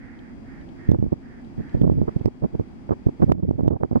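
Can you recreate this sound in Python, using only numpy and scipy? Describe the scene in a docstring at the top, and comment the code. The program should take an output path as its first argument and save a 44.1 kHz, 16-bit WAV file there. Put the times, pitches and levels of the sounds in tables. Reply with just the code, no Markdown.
"""A frozen lake, with the broadband hum of a town's traffic in the distance.
Far off a large bird flaps past: air rushing over its feathers makes a few hoarse, whistling swishes.
In front, turbulent pressure buffets the microphone in short gusts; the hardest eddies knock,
overload it and make it crackle. The camera whines thinly and ticks now and then.
Town and camera dip briefly in level after the strongest gusts."""
import sys
import numpy as np
from scipy import signal
from scipy.fft import rfft, irfft
from scipy.io import wavfile
from scipy.ndimage import uniform_filter1d, minimum_filter1d, map_coordinates

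SR = 44100
rng = np.random.default_rng(int(sys.argv[2]) if len(sys.argv) > 2 else 0)


def file_out(sig):
    """Save sig as 16-bit WAV at sys.argv[1]."""
    # one column per channel
    cols = np.atleast_2d(sig).T
    # limit, then scale
    lim = np.clip(cols, -1, 1)
    pcm = np.round(lim * 32767).astype(np.int16)
    wavfile.write(sys.argv[1], SR, pcm)


N = 176400
T = np.arange(N) / SR
FREQ = np.maximum(np.arange(N // 2 + 1) * SR / N, 1)


def undb(db):
    """The decibel law: 20 dB is a factor of ten in amplitude."""
    return 10 ** (np.asarray(db) / 20)


def colour(points, scale=1):
    """Spectral envelope: gains interpolated in dB over log frequency, shifted by the ratio `scale`."""
    hz, db = np.array(points).T
    return undb(np.interp(np.log(FREQ / scale), np.log(hz), db))


def unit(x):
    """Normalisation to an rms of 1."""
    return x / np.sqrt(np.mean(x ** 2))


def noise(gain):
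    """Spectral shaping: white noise filtered by `gain`, at an rms of 1."""
    return unit(irfft(rfft(rng.standard_normal(N)) * gain, N))


def drift(rate_hz):
    """Random modulation: low-pass noise with an rms of 1."""
    return noise(np.exp(-(FREQ / rate_hz) ** 2))


def pan(db):
    """Intensity stereo: two gains for a left-minus-right level difference."""
    return undb(np.array([[1], [-1]]) * db / 2)


def swell(t, length, attack_s, release_s):
    """Amplitude envelope: a quarter-sine rise, a hold and a quarter-sine fall."""
    return np.sin(np.pi / 2 * np.clip(np.minimum(t / attack_s, (length - t) / release_s), 0, 1))


def add(out, start, x):
    """Superposition: a short sound joins the mix at `start` seconds."""
    i = int(start * SR)
    out[..., i:i + x.shape[-1]] += x[..., :N - i]


# Spectrum of the town's hum and hiss. Each row: frequency in Hz, relative spectral density in dB.
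TOWN_SPECTRUM = [(20, -11.5), (60, -3), (200, -5), (232, 1.5), (275, -0.5), (300, -8.5), (335, -5),
                 (400, -15), (600, -20.5), (800, -19.5), (1050, -27), (1500, -31), (2200, -31),
                 (3000, -40.5), (4000, -45), (4800, -41.5), (5600, -46.5), (10000, -55.5), (12000, -72),
                 (14000, -68), (16000, -55)]
# Direction of the town. Each row: frequency in Hz, left minus right level in dB.
TOWN_DIRECTION = [(80, -6), (200, -1), (400, 1), (750, 4), (1700, 3), (6000, 1.5)]
# Stereo width of the town. Each row: frequency in Hz, side minus mid level in dB.
TOWN_WIDTH = [(90, 3.5), (170, 0.5), (290, -4), (500, 1.5), (3000, 2.5)]


def town(level_db=-41):
    """Incoherent summation: distant traffic merges into steady noise, wide because the channels differ."""
    mid, side = rfft(rng.standard_normal((2, N)))
    width = colour(TOWN_WIDTH)
    diffuse = (mid + np.array([[1], [-1]]) * side * width) / np.hypot(1, width)
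    balance = colour(TOWN_DIRECTION) ** np.array([[.5], [-.5]])
    return unit(irfft(diffuse * colour(TOWN_SPECTRUM) * balance, N)) * undb(level_db)


# The camera's whine. Each row: frequency in Hz, relative level in dB, left minus right level in dB.
WHINE_TONES = [(3270, -88, 20), (4760, -86.5, 11.5)]


def camera_whine(wander_hz=7):
    """Frequency modulation: slight random wander spreads each thin tone into a narrow band."""
    out = np.zeros((2, N))
    for hz, db, pan_db in WHINE_TONES:
        phase = 2 * np.pi * np.cumsum(hz + wander_hz * drift(25)) / SR
        out += np.sqrt(2) * np.sin(phase) * undb(db) * pan(pan_db)
    return out


# The camera's ticks. Each row: start in seconds, relative level in dB.
TICK_EVENTS = [(0.191, -61.5), (0.612, -69), (0.689, -61), (1.447, -67.5), (1.694, -64.5), (2.195, -65.5)]
# Spectrum of a tick. Each row: frequency in Hz, relative level in dB.
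TICK_SPECTRUM = [(1500, -17), (2600, -8), (3100, 8), (4600, -3), (10000, -40)]


def camera_ticks(decay_s=0.004):
    """Damped transients: each tick is a band of noise that starts at once and decays exponentially."""
    envelope = sum(undb(db) * (T >= start) * np.exp(-np.abs(T - start) / decay_s)
                   for start, db in TICK_EVENTS)
    return envelope * noise(colour(TICK_SPECTRUM)) * pan(16.5)


# The bird's wingbeats. Each row: start in seconds, length in seconds, level in dB, centre in Hz.
WING_STROKES = [(-.03, 0.24, -54, 1883), (0.157, 0.21, -57, 1857), (0.434, 0.24, -55.5, 1850),
                (0.753, 0.2, -53.5, 1838), (1.211, 0.24, -57.5, 1790), (1.565, 0.2395, -55.5, 1804),
                (2.056, 0.12, -60, 1827)]
# Spectrum of a swish. Each row: frequency as a multiple of the centre, relative level in dB.
SWISH_SPECTRUM = [(.4, -35), (.7, -11.5), (.96, -4), (1.12, -6.5), (1.3, -17), (3, -72.5)]


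def wings(flutter_hz=78.2, flutter_depth=0.08, whistle_db=-6.5, wander_share=0.035, sag_per_s=0.2):
    """Aerodynamic sound: air over feathers makes a fluttering swish around a wavering, sinking whistle."""
    out = np.zeros((2, N))
    flutter_rate = flutter_hz * (1 + .25 * drift(30))
    flutter = 1 + flutter_depth * np.sin(2 * np.pi * np.cumsum(flutter_rate) / SR)
    # Distance diffuses the sound, so each channel has its own wander and noise.
    wander = 1 + wander_share * np.array([drift(flutter_hz), drift(flutter_hz)])
    for start, length, db, centre_hz in WING_STROKES:
        spectrum = colour(SWISH_SPECTRUM, centre_hz)
        swish = np.array([noise(spectrum), noise(spectrum)])
        pitch = centre_hz * (wander - sag_per_s * (T - start - length / 2))
        whistle = undb(whistle_db) * np.sqrt(2) * np.sin(2 * np.pi * np.cumsum(pitch, axis=1) / SR)
        envelope = swell(T - start, length, attack_s=0.071, release_s=0.094)
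        out += (swish + whistle) * envelope * undb(db)
    return out * flutter * pan(-4)


def eddy_spectrum(f, corner_hz, low_cut_hz=59.6, port_hz=153, port_db=2, port_octaves=0.92):
    """Turbulent cascade: pressure falls off above a corner; the microphone port adds a broad resonance."""
    octaves = np.log2(np.maximum(f, 1) / port_hz)
    resonance = undb(port_db * np.exp(-(octaves / port_octaves) ** 2))
    low_cut = f / np.hypot(f, low_cut_hz)
    slope = (1 + (f / corner_hz) ** 2) ** -1.98
    knee = 1 / (1 + (f / (2.71 * corner_hz)) ** 4)
    return resonance * low_cut * slope * knee


# Gusts of wind. Each row: start in seconds, length in seconds, level in dB, spectral corner in Hz.
GUST_EVENTS = [(0.878, 0.05, -21.5, 220), (0.926, 0.045, -16, 350), (.984, 0.11, -19.5, 215),
               (1.119, .024, -14.5, 400), (1.577, 0.049, -22.5, 340), (1.74, 0.024, -16, 341),
               (1.762, 0.058, -21, 258), (1.812, 0.049, -9, 274), (1.862, 0.072, -14, 314),
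               (1.91, 0.1, -17, 261), (1.974, .085, -19, 326), (2.074, 0.025, -18, 700),
               (2.161, 0.016, -15, 290), (2.203, 0.023, -20.5, 340), (2.244, 0.046, -18, 366),
               (2.417, 0.054, -18, 495), (2.532, 0.042, -21.5, 377), (2.591, 0.038, -21.5, 356),
               (2.89, 0.01, -20.5, 800), (2.905, 0.036, -16.5, 740), (3.062, 0.019, -15.5, 380),
               (3.083, 0.021, -19, 450), (3.195, 0.042, -24, 476), (3.218, 0.022, -5.5, 494),
               (3.261, 0.078, -13.5, 352), (3.336, 0.079, -25.5, 310), (3.424, 0.094, -19, 292),
               (3.479, 0.047, -18.5, 380), (3.525, 0.051, -25.5, 370), (3.578, 0.052, -20.5, 384),
               (3.623, 0.075, -18.5, 410), (3.702, 0.051, -17, 458), (3.752, 0.022, -22.5, 610),
               (3.799, 0.069, -22, 505), (3.909, 0.036, -19, 594), (3.951, 0.039, -12, 538)]


def gusts(size=8192, flutter_depth=0.32, flutter_hz=69, brightening=0.45, ceiling=0.56, low_cut_hz=40.7):
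    """Turbulent pressure at two microphone ports: faster air is louder and brighter; peaks saturate."""
    out = np.zeros((2, N))
    t, f = np.arange(size) / SR, np.fft.rfftfreq(size, 1 / SR)
    flutter = np.exp(flutter_depth * drift(flutter_hz))
    for k, (start, length, db, corner_hz) in enumerate(GUST_EVENTS):
        air = irfft(rfft(rng.standard_normal((2, size))) * eddy_spectrum(f, corner_hz))
        speed = np.roll(flutter, k * size)[:size]
        position = np.cumsum(speed ** brightening)  # reading the noise faster raises its corner
        air = np.array([map_coordinates(port, [position], mode="mirror") for port in air])
        air = air * swell(t, length, attack_s=0.0069, release_s=0.022) * speed
        rms = np.sqrt(np.sum(air ** 2, axis=1, keepdims=True) / (length * SR))
        add(out, start, air / rms * undb(db))
    saturated = ceiling * np.tanh(out / ceiling)
    return irfft(rfft(saturated) * FREQ ** 2 / (FREQ ** 2 + low_cut_hz ** 2), N)


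# Single hard eddies. Each row: time in seconds, peak before overload in dB, spectral corner in Hz.
HARD_EDDIES = [(0.892, 1.5, 237), (0.902, -7, 300), (.918, 6, 423), (.947, -9.5, 680), (1.001, -10, 190),
               (1.027, -4.5, 410), (1.065, -13.5, 416), (1.129, -3.5, 422), (1.75, -6, 380),
               (1.817, -1, 330), (1.824, -14, 322), (1.834, -7.5, 327), (1.878, -5.5, 506),
               (1.899, -2, 524), (2.017, -3, 440), (2.166, -6.5, 278), (2.259, -1.5, 475), (2.448, -7, 487),
               (2.598, -6, 490), (2.909, -4, 570), (3.069, -0.5, 341), (3.23, -1.5, 468),
               (3.243, -1.5, 254), (3.317, -4, 517), (3.32, 7, 810), (3.511, -4, 500), (3.608, -9, 540),
               (3.635, -5.5, 295), (3.68, 5, 508), (3.835, -2.5, 870), (3.914, -8.5, 500), (3.958, -2, 690),
               (3.962, -9, 630)]


def knocks(size=4096, low_cut_hz=170, skew_rad=1.22):
    """Bipolar pressure pulses: each hard eddy sucks at the port, then snaps over into a push."""
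    out = np.zeros(N)
    f = np.fft.rfftfreq(size, 1 / SR)
    skew = np.exp(-1j * skew_rad)  # 0 gives a single push, pi / 2 equal suction and push
    for time, db, corner_hz in HARD_EDDIES:
        spectrum = eddy_spectrum(f, corner_hz) * f / np.hypot(f, low_cut_hz)
        pulse = np.roll(irfft(spectrum * skew), size // 2)
        add(out, time - size / 2 / SR, pulse / pulse.max() * undb(db))
    return out


def overload(pressure, window_s=0.0046):
    """Peak limiting: the gain falls smoothly wherever the pressure exceeds full scale."""
    span = int(window_s * SR)
    gain = minimum_filter1d(1 / np.maximum(np.abs(pressure), 1), span)
    return pressure * uniform_filter1d(uniform_filter1d(gain, span // 2), span // 2)


# Crackles of the microphone. Each row: time in seconds, level in dB, length in seconds.
CRACKLE_EVENTS = [(0.916, -30.5, 0.0013), (1.817, -34, 0.0013), (2.258, -33, 0.0015), (3.321, -29, 0.003),
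                  (3.681, -39.5, 0.0061)]
# Spectrum of a crackle. Each row: frequency in Hz, relative level in dB.
CRACKLE_SPECTRUM = [(500, -22.5), (1200, 3.5), (3000, -3.5), (7000, -14), (15000, -23)]


def crackles():
    """Overload distortion: brief bursts of broadband noise accompany some of the hardest knocks."""
    envelope = sum(undb(db) * np.exp(-(2 * (T - time) / length) ** 2)
                   for time, db, length in CRACKLE_EVENTS)
    return envelope * noise(colour(CRACKLE_SPECTRUM))


def wind(displace_s=0.002, left_share=0.46, left_own_db=-14, rumble_hz=59):
    """Antiphase pressure: wind overloads the right port and appears weaker and inverted on the left."""
    right_air, left_air = gusts()
    # Each hard eddy displaces the small ones for an instant.
    gaps = np.prod([1 - np.exp(-((T - time) / displace_s) ** 2) for time, _, _ in HARD_EDDIES], axis=0)
    right = overload(right_air * gaps + knocks()) + crackles()
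    rumble_shelf = undb(left_own_db) + 1 / (1 + (FREQ / rumble_hz) ** 2)
    left_rumble = irfft(rfft(left_air) * rumble_shelf, N)
    return np.array([left_rumble - left_share * right, right])


# Rise and dip of the town and camera together. Each row: time in seconds, gain in dB.
BACKGROUND_GAIN = [(0, -0.5), (.9, 2.5), (.93, -3), (1.14, -1), (1.8, 3), (1.84, -0.5), (2.24, 2.5),
                   (2.28, -1.5), (2.7, 0.5), (3.3, 0), (3.33, -9), (3.65, -3.5), (3.7, -10.5), (4, 0.5)]


def scene():
    """Superposition: wind in front; bird, town and camera behind it."""
    times, gain_db = np.array(BACKGROUND_GAIN).T
    background_gain = undb(np.interp(T, times, gain_db))
    return wind() + wings() + (town() + camera_whine() + camera_ticks()) * background_gain


def record(dry, cutoff_hz=15900):
    """Band limiting: a steep low-pass filter removes the highest treble."""
    return signal.sosfilt(signal.ellip(8, .2, 70, cutoff_hz, fs=SR, output="sos"), dry)


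dry = scene()
out = record(dry)
file_out(out)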